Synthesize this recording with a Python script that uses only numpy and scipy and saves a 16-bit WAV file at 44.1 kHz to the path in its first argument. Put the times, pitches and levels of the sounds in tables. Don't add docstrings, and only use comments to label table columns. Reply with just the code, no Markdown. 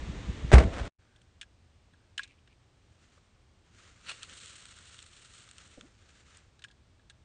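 import sys
import numpy as np
from scipy import signal
from scipy.fft import rfft, irfft
from scipy.io import wavfile

SR = 44100
rng = np.random.default_rng(int(sys.argv[2]) if len(sys.argv) > 2 else 0)


def dump_mix(stems):
    frames = np.atleast_2d(stems).T
    limited = np.clip(frames, -1, 1)
    pcm = np.round(limited * 32767).astype(np.int16)
    wavfile.write(sys.argv[1], SR, pcm)


N = 319284


def amp(db):
    return 10 ** (np.asarray(db) / 20)


def unit(x):
    return x / np.sqrt(np.mean(x ** 2) + 1e-20)


def seconds(size):
    return np.arange(size) / SR


def decay_curve(t, t60):
    return np.exp(-np.log(1000) * t / t60)


def read(points, hz):
    f, value = np.transpose(points)
    return np.interp(np.log(hz + 1), np.log(f + 1), value)


def add(mix, s, sound):
    part = mix[max(round(s * SR), 0):][:len(sound)]
    part += sound[:len(part)]


EDGE_HZ = 9350


def colour(x, spectrum, tilt_db=0, peak_hz=1000, peak_db=0):
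    hz = abs(np.fft.fftfreq(len(x), 1 / SR))
    octaves = np.log2(np.maximum(hz, 200) / 1000)
    resonance = peak_db / (1 + (6 * (hz / peak_hz - 1)) ** 2)
    top_loss_db = np.clip(hz - EDGE_HZ, 0, 3000) / 50
    gain_db = read(spectrum, hz) + tilt_db * octaves + resonance - top_loss_db
    response = np.exp(np.conj(signal.hilbert(np.log(amp(gain_db)))))[:len(x) // 2 + 1]
    return unit(irfft(rfft(x) * response, len(x)))


def grains(per_s, spread_db, smooth):
    size = amp(spread_db * np.minimum(rng.exponential(1, N), 4))
    happens = rng.random(N) < per_s / SR
    clicks = size * rng.choice([-1, 1], N) * happens
    return unit(clicks) + smooth * rng.standard_normal(N)


def flutter(size, rate_hz, depth_db):
    hz = np.fft.rfftfreq(size, 1 / SR)
    slow = irfft(rfft(rng.standard_normal(size)) * np.exp(-(hz / rate_hz) ** 2), size)
    return amp(depth_db * unit(slow))


def swells(rows, shape=1.3):
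    t = seconds(N)
    power = 0
    for s, db, rise, fall in rows:
        distance = np.maximum((s - t) / rise, (t - s) / fall)
        power = power + (amp(db) * np.exp(-np.minimum(distance, 10) ** shape)) ** 2
    return np.sqrt(power)


def burst(spectrum, tilt_db, t60, peak_hz=1000, peak_db=0):
    decay = decay_curve(seconds(SR), t60)
    contact = colour(rng.standard_normal(SR) * decay, spectrum, tilt_db, peak_hz, peak_db)
    return contact * np.sqrt(np.mean(decay ** 2))


def ring(modes):
    t = seconds(SR)
    total = 0
    for k, (hz, db, t60) in enumerate(modes):
        total = total + (-1) ** k * amp(db - 60 * t / t60) * np.sin(2 * np.pi * hz * t)
    return total


def puff(s, db, hz, half, glide=0):
    t = seconds(8192) - 4096 / SR
    turns = np.cumsum(hz * 2 ** (glide * t)) / SR
    phase = 2 * np.pi * (turns - turns[len(t) // 2])
    wave = amp(db) * np.exp(-(t / half) ** 2) * np.cos(phase)
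    return np.interp(seconds(N) - s, t, wave, left=0, right=0)


EDDY_HZ = 61
EDDY_STEP, EDDY_SHRINK = 1.68, .65


def gust(s, db, half, step_db, scatter=0.36, count=3):
    offsets = rng.uniform(-1, 1, count)
    total = 0
    for k in range(count):
        when = s + min(k, 1) * scatter * half * offsets[k]
        total = total + puff(when, db + k * step_db, EDDY_HZ * EDDY_STEP ** k, half * EDDY_SHRINK ** k)
    return total


# (frequency [Hz], relative density [dB per Hz])
WIND_SPECTRUM = [(15, -32), (25, -2), (64, -1), (171, -10), (266, -10.5), (748, -23.5), (1190, -23),
                 (1450, -27), (1770, -23), (3200, -28.5), (3440, -26), (4980, -36.5), (6700, -34.5),
                 (9000, -44.5), (11700, -77), (19800, -120)]
WIND_DB = -42.5
# (time [s], peak of the largest eddy [dB], half length [s], gain per smaller eddy [dB])
WIND_GUSTS = [(.03, -40, .014, -7), (.1, -32.5, .025, -1), (.178, -39.5, .012, -17), (.296, -29.5, .02, -1),
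              (.444, -26.5, .012, -2.5), (.495, -31, .025, -12), (.654, -29.5, .014, 2.5),
              (0.678, -25.5, 0.0117, -1.5), (.815, -27, .016, -6.5)]


def wind():
    rush = amp(WIND_DB) * colour(rng.standard_normal(N), WIND_SPECTRUM)
    return rush + sum(gust(*row) for row in WIND_GUSTS)


# (frequency [Hz], relative density [dB per Hz])
GRAVEL_SPECTRUM = [(150, -38), (250, -6.5), (462, -3.5), (498, -2), (653, -4), (949, -11), (1470, -8),
                   (1580, -10), (6670, -28.5), (9000, -31.5), (11700, -68), (19800, -120)]
# (peak time [s], level [dB], rise [s], fall [s])
SHOE_SCUFFS = [(.734, -40, 0.004, 0.022), (.78, -38, .022, 0.044), (.86, -43, 0.026, 0.028)]


def shuffle():
    stones = grains(per_s=3900, spread_db=5.5, smooth=0.57)
    return swells(SHOE_SCUFFS) * colour(stones, GRAVEL_SPECTRUM)


def cabin_boom(s=.5305, db=-2, low_hz=57, high_hz=67.2, t60=0.26):
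    t = np.maximum(seconds(N) - s, 0)
    beat = np.cos(2 * np.pi * low_hz * t) - np.cos(2 * np.pi * high_hz * t)
    return amp(db) * decay_curve(t, t60) * beat


REBOUND_S, REBOUND_GAP_S, REBOUND_SHRINK = .603, 0.019, .7
REBOUND_DB, REBOUND_LOSS_DB = -25.5, 6.3


def rebounds(tilt_db=-2, brighten_db=1.7, lowest_hz=250, hold=.27, count=3):
    s = REBOUND_S
    for k in range(count):
        yield s, REBOUND_DB - k * REBOUND_LOSS_DB, tilt_db + k * brighten_db, lowest_hz, hold
        s += REBOUND_GAP_S * REBOUND_SHRINK ** k


# (time [s], level [dB], tilt [dB per octave], high-pass corner [Hz], share of ring time and panel ring [1])
HATCH_BLOWS = [(.503, -43.5, 2, 800, .1), (.5165, -18, -1, 420, .44), (.528, -17.5, 1.5, 900, .45),
               (.532, -14.5, -2.5, 109, 0.97), (.55, -27.5, 2, 200, .25), (.5814, -19.5, -0.5, 900, .33)]
# (frequency [Hz], relative density [dB per Hz])
HATCH_SPECTRUM = [(60, -4.5), (130, 3), (210, -4), (310, -4.5), (400, -4), (520, -3), (680, -1), (860, -9),
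                  (1050, -8.5), (1450, -9), (2050, -10), (3300, -20.5), (5000, -25.5), (7000, -28),
                  (9200, -30.5)]
# (frequency [Hz], decay by 60 dB [s])
TRIM_T60 = [(100, .36), (400, 0.41), (1500, 0.23), (4000, 0.29), (9000, .26)]
# (frequency [Hz], relative level [dB], decay by 60 dB [s])
PANEL_MODES = [(114.5, -5.5, 0.2), (152, 1, 0.36), (207.2, -1, .38), (248, -7, 0.29), (323, -2, 0.27),
               (391, -1, .38), (465, -4.5, 0.3), (534, -3, .36), (576, 1, 0.19), (667, -9, 0.99),
               (716, -6, .3), (787.3, -6.5, 0.36), (920, -6.5, 0.33), (1077, -11, 0.28), (1150, -10, .28),
               (1303, -5, .28), (1355, -9.5, 0.33), (1482, -9.5, .25), (1533, -7.5, 0.26),
               (1720, -14, 0.16), (1833, -7.5, .26), (1880, -8.5, 0.25), (2121, -7.5, .2),
               (2261, -11, 0.23)]
# (time [s], peak [dB], frequency [Hz], half length [s])
SEAL_THUDS = [(.534, -10.5, 340, .003), (.5388, -10, 135, .009), (.548, -21, 98, .018),
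              (.553, -23, 36, .025)]


def hatch(panel_db=-14, yard_db=-34, yard_t60=0.97):
    out, t = np.zeros(N), seconds(SR)
    for s, db, tilt_db, lowest_hz, hold in [*HATCH_BLOWS, *rebounds()]:
        clatter = rng.standard_normal(SR) * flutter(SR, rate_hz=140, depth_db=3.0)
        hz, when, bands = signal.stft(colour(clatter, HATCH_SPECTRUM, tilt_db), SR, nperseg=256)
        decay = decay_curve(when, max(hold, .02) * read(TRIM_T60, hz)[:, None])
        tail = amp(yard_db) * decay_curve(when, yard_t60)
        rattle = signal.istft(bands * (decay + tail), SR, nperseg=256)[1][:SR]
        onset = 1 - np.exp(-t / .0004)
        blow = (rattle + hold * amp(panel_db) * ring(PANEL_MODES)) * onset
        high_pass = signal.butter(2, lowest_hz, "high", fs=SR, output="sos")
        add(out, s, amp(db) * signal.sosfilt(high_pass, blow))
    return out + cabin_boom() + sum(puff(*row) for row in SEAL_THUDS)


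# (frequency [Hz], relative density [dB per Hz])
SHORE_SPECTRUM = [(13, -38), (22, -12), (81, 1), (125, -5), (142, -12.5), (223, -14), (294, -17.5),
                  (333, -16.5), (474, -21), (889, -23.5), (959, -25), (1170, -24.5), (1630, -27.5),
                  (3290, -28.5), (9000, -38), (11700, -98), (19800, -120)]
SHORE_DB = -63
# (time [s], peak [dB], frequency [Hz], half length [s], glide [octaves per s])
SOFT_PLOPS = [(3.178, -61, 520, .003, 0), (3.18, -58, 1180, .0015, 0), (5.779, -54, 540, .003, 0),
              (5.783, -46.5, 271, 0.0043, 0), (5.844, -54.5, 261, 0.024, 22)]
# (frequency [Hz], relative density [dB per Hz])
SPLASH_SPECTRUM = [(100, 4), (250, 1.5), (560, 1), (720, -4), (900, -30), (3000, -53)]
# (time [s], level [dB], decay by 60 dB [s])
LURE_SPLASHES = [(5.7743, -50, 0.13), (5.829, -63, 0.3)]


def shore():
    out = amp(SHORE_DB) * colour(rng.standard_normal(N), SHORE_SPECTRUM)
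    out += sum(puff(*row) for row in SOFT_PLOPS)
    for s, db, t60 in LURE_SPLASHES:
        add(out, s, amp(db) * burst(SPLASH_SPECTRUM, 0, t60))
    return out


# (peak time [s], level [dB], rise [s], fall [s])
SLACK_WINDING = [(1.15, -75, 0.32, 0.12), (2.03, -78, 0.11, .13)]
# (frequency [Hz], relative density [dB per Hz])
GEAR_SPECTRUM = [(700, -33), (1300, -7.5), (1580, 6), (1900, -10), (3300, -14), (9000, -27)]
# (peak time [s], level [dB], rise [s], fall [s])
LOOSE_CHATTER = [(2.19, -46, .003, 0.039), (2.305, -65, .02, 0.028), (2.39, -65.5, .007, 0.006),
                 (2.518, -68.5, 0.021, .02)]
# (frequency [Hz], relative density [dB per Hz])
CHATTER_SPECTRUM = [(1200, -38), (1950, -13), (2400, 0), (2950, -9), (4000, -18), (9000, -30)]


def reel_works():
    teeth = grains(per_s=400, spread_db=0, smooth=0.88)
    gears = swells(SLACK_WINDING) * colour(teeth, GEAR_SPECTRUM)
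    rattling = grains(per_s=450, spread_db=3, smooth=.6)
    return gears + swells(LOOSE_CHATTER) * colour(rattling, CHATTER_SPECTRUM)


# (time [s], snap [dB], tilt [dB per octave], pitch of the part [Hz],
# knock of the body [dB], travel to the stop [s])
CLICKS = [(1.161, -59, 2, 3200, -76, .004), (1.216, -62, 7, 3000, -85, .003),
          (1.4129, -37, 1, 2800, -48, 0.016), (1.935, -58, -16.5, 1400, -56.5, .002),
          (2.1784, -28.5, -.5, 3000, -25.5, .015), (2.2335, -40.5, 3.5, 3780, -49, .008),
          (2.276, -59, 2, 4100, -80, .004), (2.475, -58.5, -3.5, 3000, -68, 0.0029),
          (6.592, -58.5, 4, 4000, -58, .002), (6.621, -51.5, .5, 4400, -56, .002),
          (6.64, -40.5, 2.5, 2570, -39.5, .006), (6.684, -57, 1, 3420, -58.5, 0.018),
          (6.712, -57.5, 2.5, 4200, -66.5, 0.0069), (6.994, -64, -11, 1200, -71, .002),
          (7.098, -48, 4.5, 3720, -52.5, 0.0059)]
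# (frequency [Hz], relative density [dB per Hz])
SNAP_SPECTRUM = [(300, -45), (750, -26), (1050, -17), (1650, 6), (2100, -4), (2700, -0.5), (3500, 1.5),
                 (4300, -4), (5000, -11), (6500, -7.5), (9000, -14)]
# (frequency [Hz], relative level [dB], decay by 60 dB [s])
BODY_MODES = [(1075, -19, 0.056), (1420, -7, 0.024), (1645.4, 1.5, 0.039), (1860, -14, 0.029)]
# (frequency [Hz], relative level [dB], decay by 60 dB [s])
BAIL_MODES = [(2680, -4, 0.018), (2910, -14, 0.034), (3420, 5, 0.014), (3740, -7, .03), (3900, 2, 0.028),
              (5300, -5.5, 0.066), (6700, -18, 0.038), (6760, -7.5, 0.066), (8470, -5, 0.045)]
SNAP_T60, STOP_T60 = 0.037, 0.033
STOP_DB = -11.5


def reel(bail_db=-13, part_db=7):
    out, wire = np.zeros(N), amp(bail_db) * ring(BAIL_MODES)
    body_onset = 1 - np.exp(-(seconds(SR) / 0.001) ** 2)
    knock = ring(BODY_MODES) * body_onset
    for s, snap_db, tilt_db, hz, knock_db, travel in CLICKS:
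        snap = burst(SNAP_SPECTRUM, tilt_db, SNAP_T60, hz, part_db) + wire
        add(out, s, amp(snap_db) * snap)
        stop = burst(SNAP_SPECTRUM, tilt_db, STOP_T60, hz, part_db) + wire
        add(out, s + travel, amp(snap_db + STOP_DB) * stop + amp(knock_db) * knock)
    return out


RELEASE_S, SPIN_UP_S, LANDING_S = 4.1, 0.26, 5.775
RUN_DB, DRAG_DB_PER_S, STOP_DB_PER_S = -56, 6.6, 170


def line_run(t):
    spin_up = np.clip((t - RELEASE_S) / SPIN_UP_S, 0, 1)
    drag_db = DRAG_DB_PER_S * np.maximum(t - RELEASE_S - SPIN_UP_S, 0)
    stop_db = STOP_DB_PER_S * np.maximum(t - LANDING_S, 0)
    return spin_up * amp(RUN_DB - drag_db - stop_db)


# (frequency [Hz], relative density [dB per Hz])
LINE_SPECTRUM = [(530, -46), (900, -28.5), (1330, 0), (1730, -6), (2370, -4), (2820, 1.5), (4340, -0.5),
                 (4930, -10), (5380, -4.5), (5990, -6), (6800, -2.5), (8600, -0.5), (9300, -11.5),
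                 (12100, -51), (20500, -120)]


def line_ticks(over_db=8, spread_db=6, tilt_db=-2.0, t60=0.015, count=16):
    out = np.zeros(N)
    for k, (when, size) in enumerate(rng.random((count, 2))):
        s = RELEASE_S + (LANDING_S - RELEASE_S) * (k + when) / count
        level = line_run(s) * amp(over_db + spread_db * size)
        add(out, s, level * burst(LINE_SPECTRUM, tilt_db, t60))
    return out


# (peak time [s], level [dB], rise [s], fall [s])
SLEEVE_MOVES = [(3.12, -69.5, 0.26, 0.21), (3.83, -57.5, 0.09, 0.12), (4.08, -55.5, 0.069, 0.17),
                (4.3, -58, 0.18, 0.97), (5.7, -62, 0.72, 0.23), (6.04, -63.5, .05, 0.28),
                (6.33, -60, 0.1, 0.09)]
# (frequency [Hz], relative density [dB per Hz])
CLOTH_SPECTRUM = [(70, -22.5), (160, -1), (300, -8), (500, -6), (830, -14), (1310, -1), (2200, -4),
                  (3120, -5), (4450, -8), (4890, -11), (6960, -7.5), (9000, -16)]
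# (peak time [s], level [dB], rise [s], fall [s])
ROD_WHIPS = [(4.1, -37.5, 0.023, .022), (4.235, -48, .018, 0.014)]
# (frequency [Hz], relative density [dB per Hz])
SWISH_SPECTRUM = [(60, -30), (150, -20), (300, -22), (650, -16), (900, -17), (1340, -2.5), (2180, -8),
                  (2770, 2), (3100, -6), (4430, -4.5), (4930, -18), (5500, -14.5), (9300, -14.5)]
# (peak time [s], level [dB], rise [s], fall [s])
COIL_SURGES = [(4.16, -58, .03, 0.055), (4.44, -54, .1, 0.15), (4.95, -60, .06, .07),
               (5.35, -58.5, .014, .13)]
# (time [s], level [dB], tilt [dB per octave])
LINE_SLAPS = [(4.231, -32.5, 4.5), (4.4587, -40.5, 1), (4.6546, -40.5, -.5), (4.99, -40, -3),
              (5.0261, -42.5, 2.5), (5.489, -46.5, 0), (5.5121, -43, -1.5), (5.5824, -42, 1.5),
              (5.8102, -40, -6), (6.371, -47, 5)]


def cast(slap_t60=0.012, guide_hz=3400, guide_db=5):
    rustle = grains(per_s=2700, spread_db=3.0, smooth=0.9) * flutter(N, rate_hz=29, depth_db=2.0)
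    whip = grains(per_s=7600, spread_db=0.5, smooth=0.56) * flutter(N, rate_hz=430, depth_db=2.5)
    coils = grains(per_s=1200, spread_db=3, smooth=1.1) * flutter(N, rate_hz=90, depth_db=2.3)
    steady_run = line_run(seconds(N)) * flutter(N, rate_hz=11, depth_db=1.3)
    run = np.hypot(steady_run, swells(COIL_SURGES))
    out = swells(SLEEVE_MOVES) * colour(rustle, CLOTH_SPECTRUM)
    out += swells(ROD_WHIPS) * colour(whip, SWISH_SPECTRUM)
    out += run * colour(coils, LINE_SPECTRUM)
    for s, db, tilt_db in LINE_SLAPS:
        add(out, s, amp(db) * burst(LINE_SPECTRUM, tilt_db, slap_t60, guide_hz, guide_db))
    return out + line_ticks()


# (time [s], gain [1])
YARD_GAIN = [(.879, 1), (.881, 0.23), (.9, 0.0014)]
# (time [s], gain [1])
SHORE_GAIN = [(.985, 0), (.995, 0.96)]


def scene():
    t = seconds(N)
    yard = (wind() + shuffle() + hatch()) * np.interp(t, *np.transpose(YARD_GAIN))
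    fishing = (shore() + reel_works() + reel() + cast()) * np.interp(t, *np.transpose(SHORE_GAIN))
    return (yard + fishing)[None]


def record(dry):
    capped = np.clip(dry, -1, 1)
    low_pass = signal.firwin(255, EDGE_HZ, window=("kaiser", 9), fs=SR)
    return signal.oaconvolve(capped, low_pass[None], "same")


dry = scene()
out = record(dry)
dump_mix(out)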